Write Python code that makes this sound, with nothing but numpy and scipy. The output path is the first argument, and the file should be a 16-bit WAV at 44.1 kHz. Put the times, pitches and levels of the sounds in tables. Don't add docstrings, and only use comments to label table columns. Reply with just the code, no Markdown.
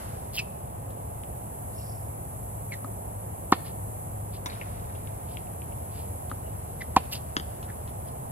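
import sys
import numpy as np
from scipy import signal
from scipy.fft import rfft, irfft, next_fast_len
from scipy.io import wavfile
from scipy.ndimage import uniform_filter1d

SR = 44100
rng = np.random.default_rng(int(sys.argv[2]) if len(sys.argv) > 2 else 0)


def put_to_file(sound):
    columns = np.atleast_2d(sound).T
    safe = np.clip(columns, -1, 1)
    whole_steps = np.round(safe * 32767)
    wavfile.write(sys.argv[1], SR, whole_steps.astype(np.int16))


N = 366471
T = np.arange(N) / SR
EVENT_T = np.arange(-SR // 4, SR // 4) / SR

# pitch_hz, level_db
KNOCK_TONE = [(150, -30), (600, -7), (1200, 15.5), (2200, 6.5), (3100, 8), (4500, 3), (7000, -5),
              (11000, -46), (16000, -24)]


def from_db(db):
    return 10 ** (np.asarray(db) / 20)


def unit_power(x):
    return x / np.sqrt(np.mean(x ** 2) + 1e-20)


def over_time(rows):
    times, values = np.transpose(rows)
    return np.interp(T, times, values)


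def over_pitch(rows, size):
    hz, *columns = np.transpose(rows)
    log_hz = np.log(np.fft.rfftfreq(size, 1 / SR) + 1)
    return [np.interp(log_hz, np.log(hz), column) for column in columns]


def shape_tone(x, tone):
    size = 2 * next_fast_len(x.shape[-1] // 2 + 1)
    cepstrum = irfft(np.log(from_db(over_pitch(tone, size)[0])))
    cepstrum[1:size // 2] *= 2
    cepstrum[size // 2 + 1:] = 0
    return irfft(rfft(x, size) * np.exp(rfft(cepstrum)))[..., :x.shape[-1]]


def noise():
    return rng.standard_normal(len(EVENT_T))


def noise_band(hz, width_hz):
    edges_hz = [max(hz - width_hz / 2, 20), min(hz + width_hz / 2, SR / 2 - 20)]
    band = signal.butter(1, edges_hz, "band", fs=SR, output="sos")
    return unit_power(signal.sosfilt(band, signal.sosfilt(band, noise())))


def wobble(samples):
    return unit_power(uniform_filter1d(uniform_filter1d(noise(), samples), samples))


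def flicker(length, depth_db, samples):
    return from_db(depth_db * unit_power(uniform_filter1d(rng.standard_normal(length), samples)))


def swell(rise_s, fall_s, peak_s=0):
    t = EVENT_T - peak_s
    return np.exp(-np.where(t < 0, (t / rise_s) ** 2, np.hypot(t / fall_s, .5) - .5))


def ring(hz, ring_s):
    t = np.maximum(EVENT_T, 0)
    return np.sin(2 * np.pi * hz * t) * from_db(-60 * t / ring_s)


def click(scatter_db, fall_s):
    return (EVENT_T == 0) + from_db(scatter_db) * noise() * swell(.0001, fall_s) * (EVENT_T > 0)


def place(out, sound, at_s, left_late_ms, left_louder_db):
    start = round((at_s + EVENT_T[0]) * SR)
    low, high = max(start, 0), min(start + len(EVENT_T), N)
    for channel, sign in enumerate((1, -1)):
        delayed = np.roll(sound, round(max(sign * left_late_ms, 0) * SR / 1000))
        out[channel, low:high] += from_db(sign * left_louder_db / 2) * delayed[low - start:high - start]


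def wide_noise(tone):
    # pitch_hz, likeness (0 to 1), left_lead_radians, left_louder_db
    sides = [(90, .92, -.2, 1.6), (200, .87, -.35, 1.4), (600, .82, -2.3, -3), (950, .78, -2.8, -3),
             (1500, .4, -3.9, -1), (4200, .55, -9.3, 0), (6500, .45, -10.2, 0), (8200, .96, -9.75, 0),
             (8800, .998, -9.5, 0), (9400, .998, -9.35, 0), (11500, .93, -7.7, 0), (12500, .98, -6.3, 0)]
    size = 2 * next_fast_len(N // 2 + 1)
    likeness, lead, left_louder_db = over_pitch(sides, size)
    spectra = rfft(rng.standard_normal((3, size)))
    left, right = np.sqrt(likeness) * spectra[0] + np.sqrt(1 - likeness) * spectra[1:]
    left = left * from_db(left_louder_db / 2) * np.exp(1j * lead)
    right = right * from_db(-left_louder_db / 2)
    gain = from_db(over_pitch(tone, size)[0])
    return irfft(np.array([left, right]) * gain)[:, :N] * np.sqrt(SR / 2)


def high_hiss():
    # pitch_hz, level_db (per Hz)
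    tone = [(3000, -125), (5500, -107), (6600, -99), (7700, -84), (9000, -82), (10000, -78.5),
            (11500, -83.5), (13000, -92.5), (15500, -106)]
    # time_s, level_db
    swell_points = [(0.0, -51), (0.74, -53), (1.66, -49.5), (1.94, -50), (2.66, -49.5), (3.19, -50.5),
                    (4.02, -49), (4.44, -52), (5.41, -50.5), (6.08, -49.5), (6.47, -51), (8.3, -51)]
    swell_db = over_time(swell_points)
    return from_db(swell_db - np.median(swell_db)) * wide_noise(tone)


def engine(nearest_s, db, hz, passing_s, waver_db=3.0, share_of_sound_speed=.03):
    along_road = (T - nearest_s) / passing_s
    distance = np.hypot(1, along_road)
    pitch_hz = hz * (1 - share_of_sound_speed * along_road / distance)
    waver_times = np.arange(0, T[-1] + 1, 0.1)
    waver = np.interp(T, waver_times, rng.standard_normal(len(waver_times)))
    hum = np.sqrt(2) * np.sin(2 * np.pi * np.cumsum(pitch_hz) / SR)
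    return from_db(db + waver_db * waver) / distance * hum


def traffic():
    # pitch_hz, level_db (per Hz)
    rumble = [(20, -77), (32, -88), (50, -63), (80, -59.5), (125, -61), (175, -67), (310, -75),
              (500, -71.5), (730, -68), (1000, -74.5), (1400, -88), (2000, -94.5), (4000, -104),
              (16000, -118)]
    # nearest_s, level_db, pitch_hz, passing_s
    vehicles = [(3.899, -41.5, 103.4, 2.136), (6.3, -46, 78.56, 0.795)]
    engines = sum(engine(*vehicle) for vehicle in vehicles)
    return wide_noise(rumble) + engines * from_db([[.8], [-.8]])


def rustle(level_db):
    # pitch_hz, level_db
    tone = [(300, -3), (1200, 12), (2200, 0.5), (3500, -2.5), (6000, -5), (10000, -2), (16000, -33)]
    crinkle = flicker(N, depth_db=1.0, samples=150)
    return from_db(level_db) * unit_power(crinkle * wide_noise(tone))


def light_rustling(opening_db=-46, opening_fall_s=0.21):
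    # time_s, level_db
    levels = [(3.5, -70), (5.0, -62), (7.5, -57), (8.3, -62)]
    return rustle(over_time(levels)) + rustle(opening_db) * np.exp(-T / opening_fall_s)


def bird(trill_hz=35, trill_db=4.0):
    # peak_s, level_db, pitch_hz, width_hz, rise_s, fall_s
    notes = [(1.78, -60.5, 5420, 560, 0.025, 0.06), (1.89, -62, 5420, 560, 0.04, 0.07),
             (1.86, -66, 4720, 200, 0.06, 0.08), (1.797, -61, 2810, 160, 0.016, .013),
             (6.465, -62, 2900, 220, 0.025, .03)]
    out = np.zeros((2, N))
    trill = from_db(trill_db * np.sin(2 * np.pi * trill_hz * EVENT_T))
    for peak_s, db, hz, width_hz, rise_s, fall_s in notes:
        note = from_db(db) * noise_band(hz, width_hz) * trill * swell(rise_s, fall_s)
        place(out, note, peak_s, left_late_ms=0.38, left_louder_db=5.0)
    return out


def far_ticks():
    # start_s, peak_db, pitch_hz, width_hz, scatter_db
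    ticks = [(1.236, -35.5, 2580, 2000, -34), (4.4998, -34, 4120, 700, -26),
             (4.5297, -41, 3300, 1800, -18.5), (4.6137, -26, 2290, 950, -31),
             (4.9513, -45, 3030, 1800, -13), (5.0732, -37, 2920, 1700, -35), (5.371, -27, 2710, 1410, -38),
             (5.47, -46, 2520, 700, -30), (5.619, -37.5, 2510, 1400, -30), (5.722, -43.5, 2580, 900, -31)]
    out = np.zeros((2, N))
    for start_s, db, hz, width_hz, scatter_db in ticks:
        body = signal.butter(3, [hz - width_hz / 2, hz + width_hz / 2], "band", fs=SR, output="sos")
        contact = click(scatter_db, fall_s=0.0097) + 1e-18
        tick = signal.sosfilt(body, contact)
        place(out, from_db(db) * tick / abs(tick).max(), start_s, left_late_ms=-0.36, left_louder_db=4.5)
    return out


def court_echo(sound, tail_db=-22, ring_s=0.58, build_s=.008):
    # delay_s, level_db
    echoes = [(0.0102, -19), (0.0198, -32), (0.049, -74), (0.089, -67)]
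    # pitch_hz, level_db
    tail_tone = [(100, -4), (300, 1), (1100, -4.5), (1900, 5.5), (2600, 6), (4500, 7), (9000, -11),
                 (16000, -17)]
    t = T[:SR]
    patchiness = unit_power(flicker(SR, depth_db=3.5, samples=90))
    scatter = shape_tone(patchiness * rng.standard_normal((2, SR)), tail_tone)
    envelope = from_db(-60 * t / ring_s) * (1 - np.exp(-t / build_s))
    fade_energy = SR * ring_s / np.log(1e6)
    response = from_db(tail_db) * scatter * envelope / np.sqrt(fade_energy)
    for delay_s, db in echoes:
        response[:, round(delay_s * SR)] += from_db(db)
    return signal.fftconvolve(sound, response, axes=1)[:, :N]


def footsteps(boost_db=18):
    # start_s, level_db (before the boost)
    steps = [(0.905, -53.5), (6.2984, -46), (7.054, -49), (7.6291, -43), (7.877, -46)]
    out = np.zeros((2, N))
    for start_s, db in steps:
        tap = shape_tone(click(scatter_db=-27, fall_s=0.016), KNOCK_TONE)
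        place(out, from_db(db + boost_db) * tap, start_s, left_late_ms=0.29, left_louder_db=2.0)
    return out


def shoe_scuffs():
    # peak_s, level_db, fall_s, top_hz, left_late_ms
    scuffs = [(0.359, -37.5, 0.021, 17000, .07), (0.391, -34.5, 0.0097, 5800, .07),
              (1.802, -58.5, 0.079, 7500, .15), (2.736, -53, 0.016, 7000, .12),
              (3.668, -50.5, 0.022, 3800, .065), (4.347, -51, 0.017, 4200, .065),
              (5.326, -58, 0.052, 4400, .065), (5.972, -55.5, 0.053, 4430, .065),
              (6.816, -52, 0.01, 5000, .07), (7.131, -31.5, 0.012, 17000, .085),
              (7.156, -39, 0.012, 6200, .075), (8.082, -60, 0.018, 6500, .07)]
    # pitch_hz, level_db
    grit_tone = [(300, -18), (1600, -9), (3000, 3.5), (4000, 2), (4900, 5), (5900, -3), (6700, -1),
                 (8200, .5), (9200, -6), (11000, 2.5), (13500, 1.5), (15500, -2)]
    out = np.zeros((2, N))
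    for peak_s, db, fall_s, top_hz, left_late_ms in scuffs:
        grains = flicker(len(EVENT_T), depth_db=3.5, samples=40)
        treble_cut = signal.butter(2, top_hz, fs=SR, output="sos")
        grit = signal.sosfilt(treble_cut, shape_tone(noise() * grains, grit_tone))
        scuff = from_db(db) * unit_power(grit) * swell(0.98 * fall_s, fall_s)
        place(out, scuff, peak_s, left_late_ms, left_louder_db=-0.5)
    return out


def shoe_squeaks(sink_hz_per_s=12000, grip_db=4.0, rasp_db=-15, echo_s=0.022, echo_db=-19.5):
    # peak_s, level_db, pitch_hz, wobble_hz, rise_s, overtone_db
    grabs = [(0.374, -34, 3120, 221, 0.005, -27), (0.384, -25, 2720, 90, 0.0038, -27),
             (0.396, -29, 2577, 80, 0.0057, -12), (2.715, -48, 2370, 90, 0.004, -23),
             (2.7244, -33.5, 2140, 49.7, 0.0047, -21), (2.737, -39, 2060, 70, 0.0075, -13),
             (6.814, -34, 2010, 70, 0.0052, -26), (6.821, -37, 2000, 80, .0042, -15),
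             (7.134, -36.5, 2904, 200, 0.004, -20), (7.695, -48, 1800, 260, 0.012, -17)]
    out = np.zeros((2, N))
    for peak_s, db, hz, wobble_hz, rise_s, overtone_db in grabs:
        pitch_hz = hz - sink_hz_per_s * EVENT_T + wobble_hz * wobble(samples=50)
        phase = 2 * np.pi * np.cumsum(pitch_hz) / SR
        overtones = from_db(overtone_db) * (np.cos(2 * phase) + from_db(-3) * np.cos(3 * phase))
        tone = from_db(grip_db * wobble(samples=70)) * (np.cos(phase) + overtones)
        rasp = from_db(rasp_db) * noise_band(1.09 * hz, width_hz=hz)
        pressure = np.exp(-(EVENT_T / np.where(EVENT_T < 0, rise_s, 1.55 * rise_s)) ** 2)
        squeak = from_db(db) * (unit_power(tone) + rasp) * pressure
        fence_echo = from_db(echo_db) * np.roll(squeak, round(echo_s * SR))
        place(out, squeak + fence_echo, peak_s, left_late_ms=.068, left_louder_db=-0.5)
    return out


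def fence_rattle(hit_s=4.46, fall_s=0.4, chinks_per_s=260, chink_db=-46, shiver_db=-49,
                 crash_db=-34, crash_rise_s=.002, crash_fall_s=0.0047):
    # pitch_hz, level_db, ring_s
    chink_notes = [(1650, 5, .011), (2010, 0, 0.0089), (2280, 0.5, 0.009), (2730, -8, 0.009),
                   (3300, -9, 0.0078), (3780, -4, 0.011), (5600, -17, .005)]
    # pitch_hz, level_db, ring_s
    clang_notes = [(2240, -37.5, .055), (3410, -39, .05), (3720, -34, 0.06), (5550, -42, .06),
                   (6250, -40, 0.055)]
    since = np.maximum(T - hit_s, 0)
    shaking = (since > 0) * np.exp(-since / fall_s)
    touches = (rng.random(N) < chinks_per_s / SR) * shaking
    chinks = np.zeros(N)
    for hz, db, ring_s in chink_notes:
        strengths = touches * rng.laplace(0, .5, N)
        chinks += signal.fftconvolve(strengths, from_db(db) * ring(hz, ring_s), "same")
    crash_envelope = np.minimum(since / crash_rise_s, 1) * np.exp(-since / crash_fall_s)
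    crash = from_db(crash_db) * rng.laplace(0, 1, N) * crash_envelope
    clang = sum(np.sin(2 * np.pi * hz * since) * from_db(db - 60 * since / ring_s)
                for hz, db, ring_s in clang_notes)
    left = crash + clang + from_db(chink_db) * chinks
    right = np.roll(left, round(.00036 * SR))
    return np.array([left, right]) + shaking * rustle(shiver_db)


def ball_knocks(thud_delay_s=0.0016):
    # start_s, click_db, thud_db, ball_ring_db, rebound_after_s, rebound_db, ground_echo_ms
    impacts = [(4.4598, -12.5, -31, -27, .007, -9.5, 0.16), (7.367, -2.5, -18, -29, 0.0315, -13.5, .61)]
    out = np.zeros((2, N))
    for start_s, click_db, thud_db, ball_db, rebound_s, rebound_db, echo_ms in impacts:
        thud = from_db(thud_db) * np.roll(ring(hz=290, ring_s=0.021), round(thud_delay_s * SR))
        shell = from_db(ball_db) * ring(hz=1000, ring_s=0.046)
        for delay_s, db in ((0, 0), (rebound_s, rebound_db)):
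            crack = from_db(click_db) * shape_tone(click(scatter_db=-31, fall_s=0.0081), KNOCK_TONE)
            ground_echo = .8 * np.roll(crack, round(echo_ms * SR / 1000))
            knock = from_db(db) * (crack + ground_echo + thud + shell)
            place(out, knock, start_s + delay_s, left_late_ms=-.32, left_louder_db=3.0)
    return out


def ball_bounces(slap_db=-3, thud_db=-5):
    # start_s, level_db, pitch_hz
    landings = [(2.8460, -29, 1260), (6.3158, -27.5, 1230)]
    # pitch_hz, level_db
    slap_tone = [(200, 3), (1200, 21), (2000, 3), (3000, 0.5), (4400, -3), (6000, -37), (16000, -43)]
    out = np.zeros((2, N))
    for start_s, db, hz in landings:
        slap = from_db(slap_db) * unit_power(shape_tone(noise(), slap_tone))
        slap *= swell(rise_s=0.00061, fall_s=0.00027)
        thud = from_db(thud_db) * ring(hz=260, ring_s=0.07)
        shell = ring(hz, ring_s=0.024)
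        place(out, from_db(db) * (shell + thud + slap), start_s, left_late_ms=-.03, left_louder_db=2.0)
    return out


def racket_ring(off_centre, choke_s=.016):
    # pitch_hz, centre_hit_db, edge_hit_db, ring_s
    notes = [(510, -30, -28.5, 0.14), (754, -15, -6, 0.039), (980, -46, -10, 0.051),
             (1230, -13, -59, 0.036), (1800, -18, -35, 0.083), (2200, -20, -50, .04),
             (2440, -23.5, -23, 0.033), (2600, -38, -14, 0.019), (3430, -41, -32, 0.026),
             (4120, -35, -48, .03), (4300, -36, -34, .03), (5070, -54, -26, 0.033), (7100, -60, -22, 0.021)]
    choke = np.exp(-(EVENT_T / choke_s) ** 2)
    return choke * sum(from_db(np.interp(off_centre, [0, 1], [centre_db, edge_db])) * ring(hz, ring_s)
                       for hz, centre_db, edge_db, ring_s in notes)


def forehands(contact_s=0.0051, bite_rise_s=0.0009, bite_peak_s=.0014, pock_fall_s=0.001,
              pitch_sag=0.023, thump_delay_s=0.00042, thump_width_s=0.0021):
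    # deepest_squeeze_s, pock_db, ball_hz, squeeze_s, thump_hz, thump_db, bite_db,
    # bite_fall_s, snap_db, off_centre (0 to 1), left_louder_db
    strokes = [(3.5253, 0.5, 1100, 0.00078, 290, -7.5, -21.5, 0.0012, -29, 0.13, 0),
               (6.9680, -3, 950, 0.0027, 250, -11, -20, 0.0016, -32.5, 0.76, -1)]
    # pitch_hz, level_db
    bite_tone = [(200, -15), (800, -2), (1300, 7), (1900, 7), (2600, 3), (3400, 4), (4400, 5.5), (6000, -3),
                 (7600, 2), (9200, -7), (11000, -5), (14000, -8), (16000, -15)]
    # pitch_hz, level_db
    snap_tone = [(600, -15), (1600, -3), (2400, 2), (3400, 0), (4600, -1), (5600, -16), (16000, -28)]
    out = np.zeros((2, N))
    touching = np.clip((EVENT_T + contact_s) / bite_rise_s, 0, 1)
    thump_t = EVENT_T - thump_delay_s
    thump_envelope = np.exp(-(thump_t / thump_width_s) ** 2)
    for (at_s, pock_db, ball_hz, squeeze_s, thump_hz, thump_db, bite_db,
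         bite_fall_s, snap_db, off_centre, left_louder_db) in strokes:
        bite = from_db(bite_db) * unit_power(shape_tone(noise(), bite_tone))
        bite *= swell(bite_rise_s, bite_fall_s, peak_s=bite_peak_s - contact_s)
        pressure = touching * np.exp(-abs(EVENT_T) / np.where(EVENT_T < 0, squeeze_s, pock_fall_s))
        cycles = ball_hz * EVENT_T
        pock = -from_db(pock_db) * np.cos(2 * np.pi * (cycles - pitch_sag * cycles ** 2)) * pressure
        thump = from_db(thump_db) * np.sin(2 * np.pi * thump_hz * thump_t) * thump_envelope
        snap = from_db(snap_db) * unit_power(shape_tone(noise(), snap_tone))
        snap *= swell(rise_s=0.00076, fall_s=0.01)
        stroke = bite + pock + thump + racket_ring(off_centre) + snap
        place(out, stroke, at_s, left_late_ms=.085, left_louder_db=left_louder_db)
    return out


def scene(slide_echo_db=-5):
    hits = forehands() + ball_bounces() + ball_knocks() + footsteps() + far_ticks() + fence_rattle()
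    slides = shoe_scuffs() + shoe_squeaks()
    echo = court_echo(hits + from_db(slide_echo_db) * slides)
    background = bird() + light_rustling() + high_hiss() + traffic()
    return hits + slides + echo + background


def record(dry, cutoff_hz=15800):
    rounded = dry / (1 + dry ** 8) ** (1 / 8)
    treble_cut = signal.ellip(12, .1, 80, cutoff_hz, fs=SR, output="sos")
    return signal.sosfilt(treble_cut, rounded)


dry = scene()
out = record(dry)
put_to_file(out)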